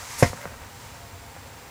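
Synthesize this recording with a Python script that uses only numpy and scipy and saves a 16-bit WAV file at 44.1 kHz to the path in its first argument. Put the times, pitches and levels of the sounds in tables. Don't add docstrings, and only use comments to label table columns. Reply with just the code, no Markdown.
import sys
import numpy as np
from scipy import signal
from scipy.fft import rfft, irfft
from scipy.io import wavfile

SR = 44100
rng = np.random.default_rng(int(sys.argv[2]) if len(sys.argv) > 2 else 0)


def store_pcm(level_fs):
    pcm = np.round(np.clip(level_fs, -1, 1) * 32767).astype(np.int16)
    wavfile.write(sys.argv[1], SR, np.atleast_2d(pcm).T)


N = 74970
T = np.arange(N) / SR

# time in seconds, level in dB before the closing fade.
HISS_LEVEL = [(0, -41), (.085, -41), (.115, -38), (.17, -38.5), (.24, -35.5), (.28, -35.5), (.33, -45.5),
              (.4, -47.5), (.5, -54)]
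# frequency in Hz, relative noise density in dB.
HISS_SPECTRUM = [(530, -37), (900, -3), (1000, 2.5), (1120, -4), (1200, -1), (1340, -6), (2140, -2),
                 (3150, -9.5), (6480, -3.5), (15400, -20.5), (16000, -34)]
# frequency in Hz, relative noise density in dB.
SPIT_SPECTRUM = [(530, -31), (900, 1), (1420, -22), (1570, -14), (2660, -13), (3150, -14), (5160, -1.5),
                 (8870, -0.5), (12000, -5), (16000, -30)]


def hiss(end_s=.6, fade_s=.08, spit_s=.196, spit_db=-31):
    fade = np.clip((end_s - T) / fade_s, 0, 1)
    breath = from_db(np.interp(T, *np.transpose(HISS_LEVEL))) * fade
    faint_return = from_db(-51) * swell(.86, half_s=.13)
    spit = from_db(spit_db) * swell(spit_s, half_s=np.where(T < spit_s, .008, .018))
    return (breath + faint_return) * noise(HISS_SPECTRUM) + spit * noise(SPIT_SPECTRUM)


# start in seconds, relative level in dB.
SNOUT_BLOWS = [(0.2258, 1.5), (0.2372, -24)]
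# frequency in Hz, relative noise density in dB.
BUZZ_SPECTRUM = [(300, -9), (600, -2), (1000, -5), (2200, 3), (2800, -8), (3600, -14.5), (4300, -12),
                 (5300, -7.5), (7300, -9), (9000, -16.5), (12000, -18), (16000, -37)]


def strike(buzz_db=-22, buzz_attack_s=.0003, buzz_t60_s=.1):
    force, envelope = 0, 0
    for start, db in SNOUT_BLOWS:
        age = np.maximum(T - start, 0)
        attack = 1 - np.exp(-age / buzz_attack_s)
        force += from_db(db) * click(start)
        envelope += from_db(db) * attack * np.exp(-np.log(1000) * age / buzz_t60_s)
    buzz = noise(BUZZ_SPECTRUM) + from_db(-8.5) * ringing_noise(hz=5160, t60=.015)
    rattle = from_db(-30) * swell(.26, half_s=.0031) * ringing_noise(hz=1960, t60=.015)
    return tub(force, ring_scale=.95) + from_db(buzz_db) * envelope * buzz + rattle


# start in seconds, relative knock level in dB, brightness in Hz, thud level in dB, thud pitch in Hz.
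THUDS_AND_KNOCKS = [(0.2597, -29, 900, -17, 94), (0.301, -45, 606, -24.5, 87.5),
                    (0.3317, -19, 1500, -30, 171), (.455, -20, 2260, -30.5, 181), (0.5, -40, 686, -35, 79),
                    (.518, -35, 1800, -41.5, 234), (.616, -38, 1310, -33.5, 90), (0.661, -52, 700, -33, 99),
                    (.860, -49, 700, -34, 87), (1.3648, -30.5, 1600, -64, 101)]


def knocks(slap_hz=1040, slap_db=8.5, echo_s=.00383, echo_db=-4.5, ring_db=-5.5):
    force, thuds = 0, 0
    for start, db, bright_hz, thud_db, thud_hz in THUDS_AND_KNOCKS:
        contact = lowpass(click(start), bright_hz)
        force += from_db(db) * lowpass(contact, bright_hz)
        thuds += from_db(thud_db) * ring(contact, thud_hz, t60=.065)
    slap = np.gradient(ring(force, slap_hz, t60=.0018)) * SR / (2 * np.pi * slap_hz)
    echo = from_db(echo_db) * lowpass(np.interp(T - echo_s, T, slap), hz=1090)
    damped = tub(force, ring_scale=.79)
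    return from_db(ring_db) * damped + from_db(slap_db) * (slap + echo) + thuds


# middle in seconds, half length in seconds, level in dB.
SLIDE_STROKES = [(0.01, 0.052, -44), (0.204, 0.014, -39), (.41, 0.041, -44), (0.511, 0.039, -48.5),
                 (0.634, 0.03, -46), (0.894, 0.076, -53.5), (1.368, .01, -49)]
# frequency in Hz, relative noise density in dB.
SLIDE_SPECTRUM = [(200, -10), (500, -3.5), (1000, -2.5), (1500, 1.5), (2200, -4), (3000, -14), (8000, -23)]


def slides(grain_db=5, grain_hz=173, ring_db=-6):
    level = sum(from_db(db) * swell(middle, half_s) for middle, half_s, db in SLIDE_STROKES)
    friction = noise(SLIDE_SPECTRUM)
    grain = rms_one(lowpass(rng.standard_normal(N), grain_hz))
    rub = rms_one(friction * from_db(grain_db * grain))
    return level * (rub + from_db(ring_db) * rms_one(tub(rub, ring_scale=1)))


# frequency in Hz, level in dB before weighting,
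# ring time (t60) in seconds before scaling.
TUB_MODES = [(94.7, -16, 0.091), (131, -5.5, 0.044), (223.5, -20, 0.086), (280, -22.5, 0.085),
             (405, -16, 0.026), (508.7, -10, 0.053), (559.5, -15.5, 0.079), (700.4, -17.5, 0.1),
             (950, -27, 0.16), (1043, -25, 0.11), (1121, -24, 0.1), (1261, -30.5, 0.091),
             (1376, -28.5, 0.14), (1582, -22.5, 0.11), (1706, -29, 0.13), (1850, -27, 0.16),
             (1952, -24, 0.098), (2075, -22, .13), (2192, -25, 0.088), (2317, -34, 0.15), (2600, -29, .09)]


def tub(force, ring_scale, ring_stretch=1.11, boom_below_hz=300, clatter_above_hz=800, spread_s=.00401):
    out = np.zeros(N)
    for k, (hz, db, t60) in enumerate(TUB_MODES):
        boom, clatter = hz < boom_below_hz, hz > clatter_above_hz
        chance = rng.random()
        lag = int(chance * spread_s * SR) if clatter else 0
        sign = (-1) ** k if boom or clatter else -1
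        weight_db = 3.4 if boom else -2.7 if clatter else 1.2
        mode = ring(force, hz, t60 * ring_scale * ring_stretch)
        out[lag:] += sign * from_db(db + weight_db) * mode[:N - lag]
    return highpass(out, hz=55, order=2)


def room(x, t60_s=.18, gap_s=.008):
    tail = rng.standard_normal(N) * np.exp(-np.log(1000) * T / t60_s) * (T > gap_s)
    return signal.fftconvolve(x, tail / np.sqrt(np.sum(tail ** 2)))[:N]


# frequency in Hz, relative noise density in dB.
AIR_SPECTRUM = [(25, -28), (45, -6), (65, 2), (95, 0.5), (145, -4.5), (180, -13.5), (240, -6.5),
                (350, -17.5), (500, -9.5), (630, -20), (900, -11), (1300, -13.5), (2200, -15.5),
                (3100, -20), (6000, -21.5), (7800, -23), (12600, -29.5), (14400, -29), (15500, -30),
                (16500, -44)]
# frequency in Hz, width in Hz, rms level in dB.
ROOM_HUMS = [(690, 9.3, -59), (799, 5, -60), (916, 26, -57)]


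def room_tone(air_db=-45, rumble_db=-53.5, tub_db=-53.5):
    hums = sum(from_db(db) * ringing_noise(hz, t60=np.log(1000) / (np.pi * width))
               for hz, width, db in ROOM_HUMS)
    tub_ring = from_db(tub_db) * rms_one(tub(rng.standard_normal(N), ring_scale=.45))
    air = from_db(air_db) * noise(AIR_SPECTRUM)
    rumble = from_db(rumble_db) * ringing_noise(hz=93, t60=.08)
    return air + rumble + tub_ring + hums


# frequency in Hz, rms level in dB.
WHINE_TONES = [(7562, -63.5), (15148, -62)]


def whine(flutter_hz=30.3, depth_rad=.42):
    flutter = depth_rad * np.sin(2 * np.pi * flutter_hz * T)
    return sum(from_db(db) * np.sqrt(2) * np.sin(2 * np.pi * hz * T + flutter) for hz, db in WHINE_TONES)


def from_db(db):
    return 10 ** (np.asarray(db) / 20)


def rms_one(x):
    return x / np.sqrt(np.mean(x ** 2) + 1e-20)


def lowpass(x, hz):
    return signal.sosfilt(signal.butter(2, hz, fs=SR, output="sos"), x)


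def highpass(x, hz, order):
    return signal.sosfilt(signal.butter(order, hz, "high", fs=SR, output="sos"), x)


def noise(spectrum):
    hz, db = np.transpose(spectrum)
    bins_hz = np.maximum(np.arange(N // 2 + 1) * SR / N, 1)
    colour = from_db(np.interp(np.log(bins_hz), np.log(hz), db))
    rolloff = np.minimum(bins_hz / hz[0], 1) ** 2
    return rms_one(irfft(rfft(rng.standard_normal(N)) * colour * rolloff, N))


def click(s):
    return signal.unit_impulse(N, int(s * SR)) + 1e-18


def ring(x, hz, t60):
    decay, angle = np.exp(-np.log(1000) / (t60 * SR)), 2 * np.pi * hz / SR
    return signal.lfilter([0, np.sin(angle)], [1, -2 * decay * np.cos(angle), decay * decay], x)


def ringing_noise(hz, t60):
    return rms_one(ring(rng.standard_normal(2 * N), hz, t60)[N:])


def swell(s, half_s):
    return np.exp(-.5 * ((T - s) / half_s) ** 2)


def scene(room_db=-17.5):
    blows = strike() + knocks()
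    tail = from_db(room_db) * room(blows)
    return (blows + tail + hiss() + slides() + room_tone() + whine())[None]


def record(dry, low_cut_hz=35, high_cut_hz=16600):
    clipped = np.clip(highpass(dry, low_cut_hz, order=1), -1, 1)
    return signal.sosfilt(signal.ellip(10, .1, 80, high_cut_hz, fs=SR, output="sos"), clipped)


dry = scene()
out = record(dry)
store_pcm(out)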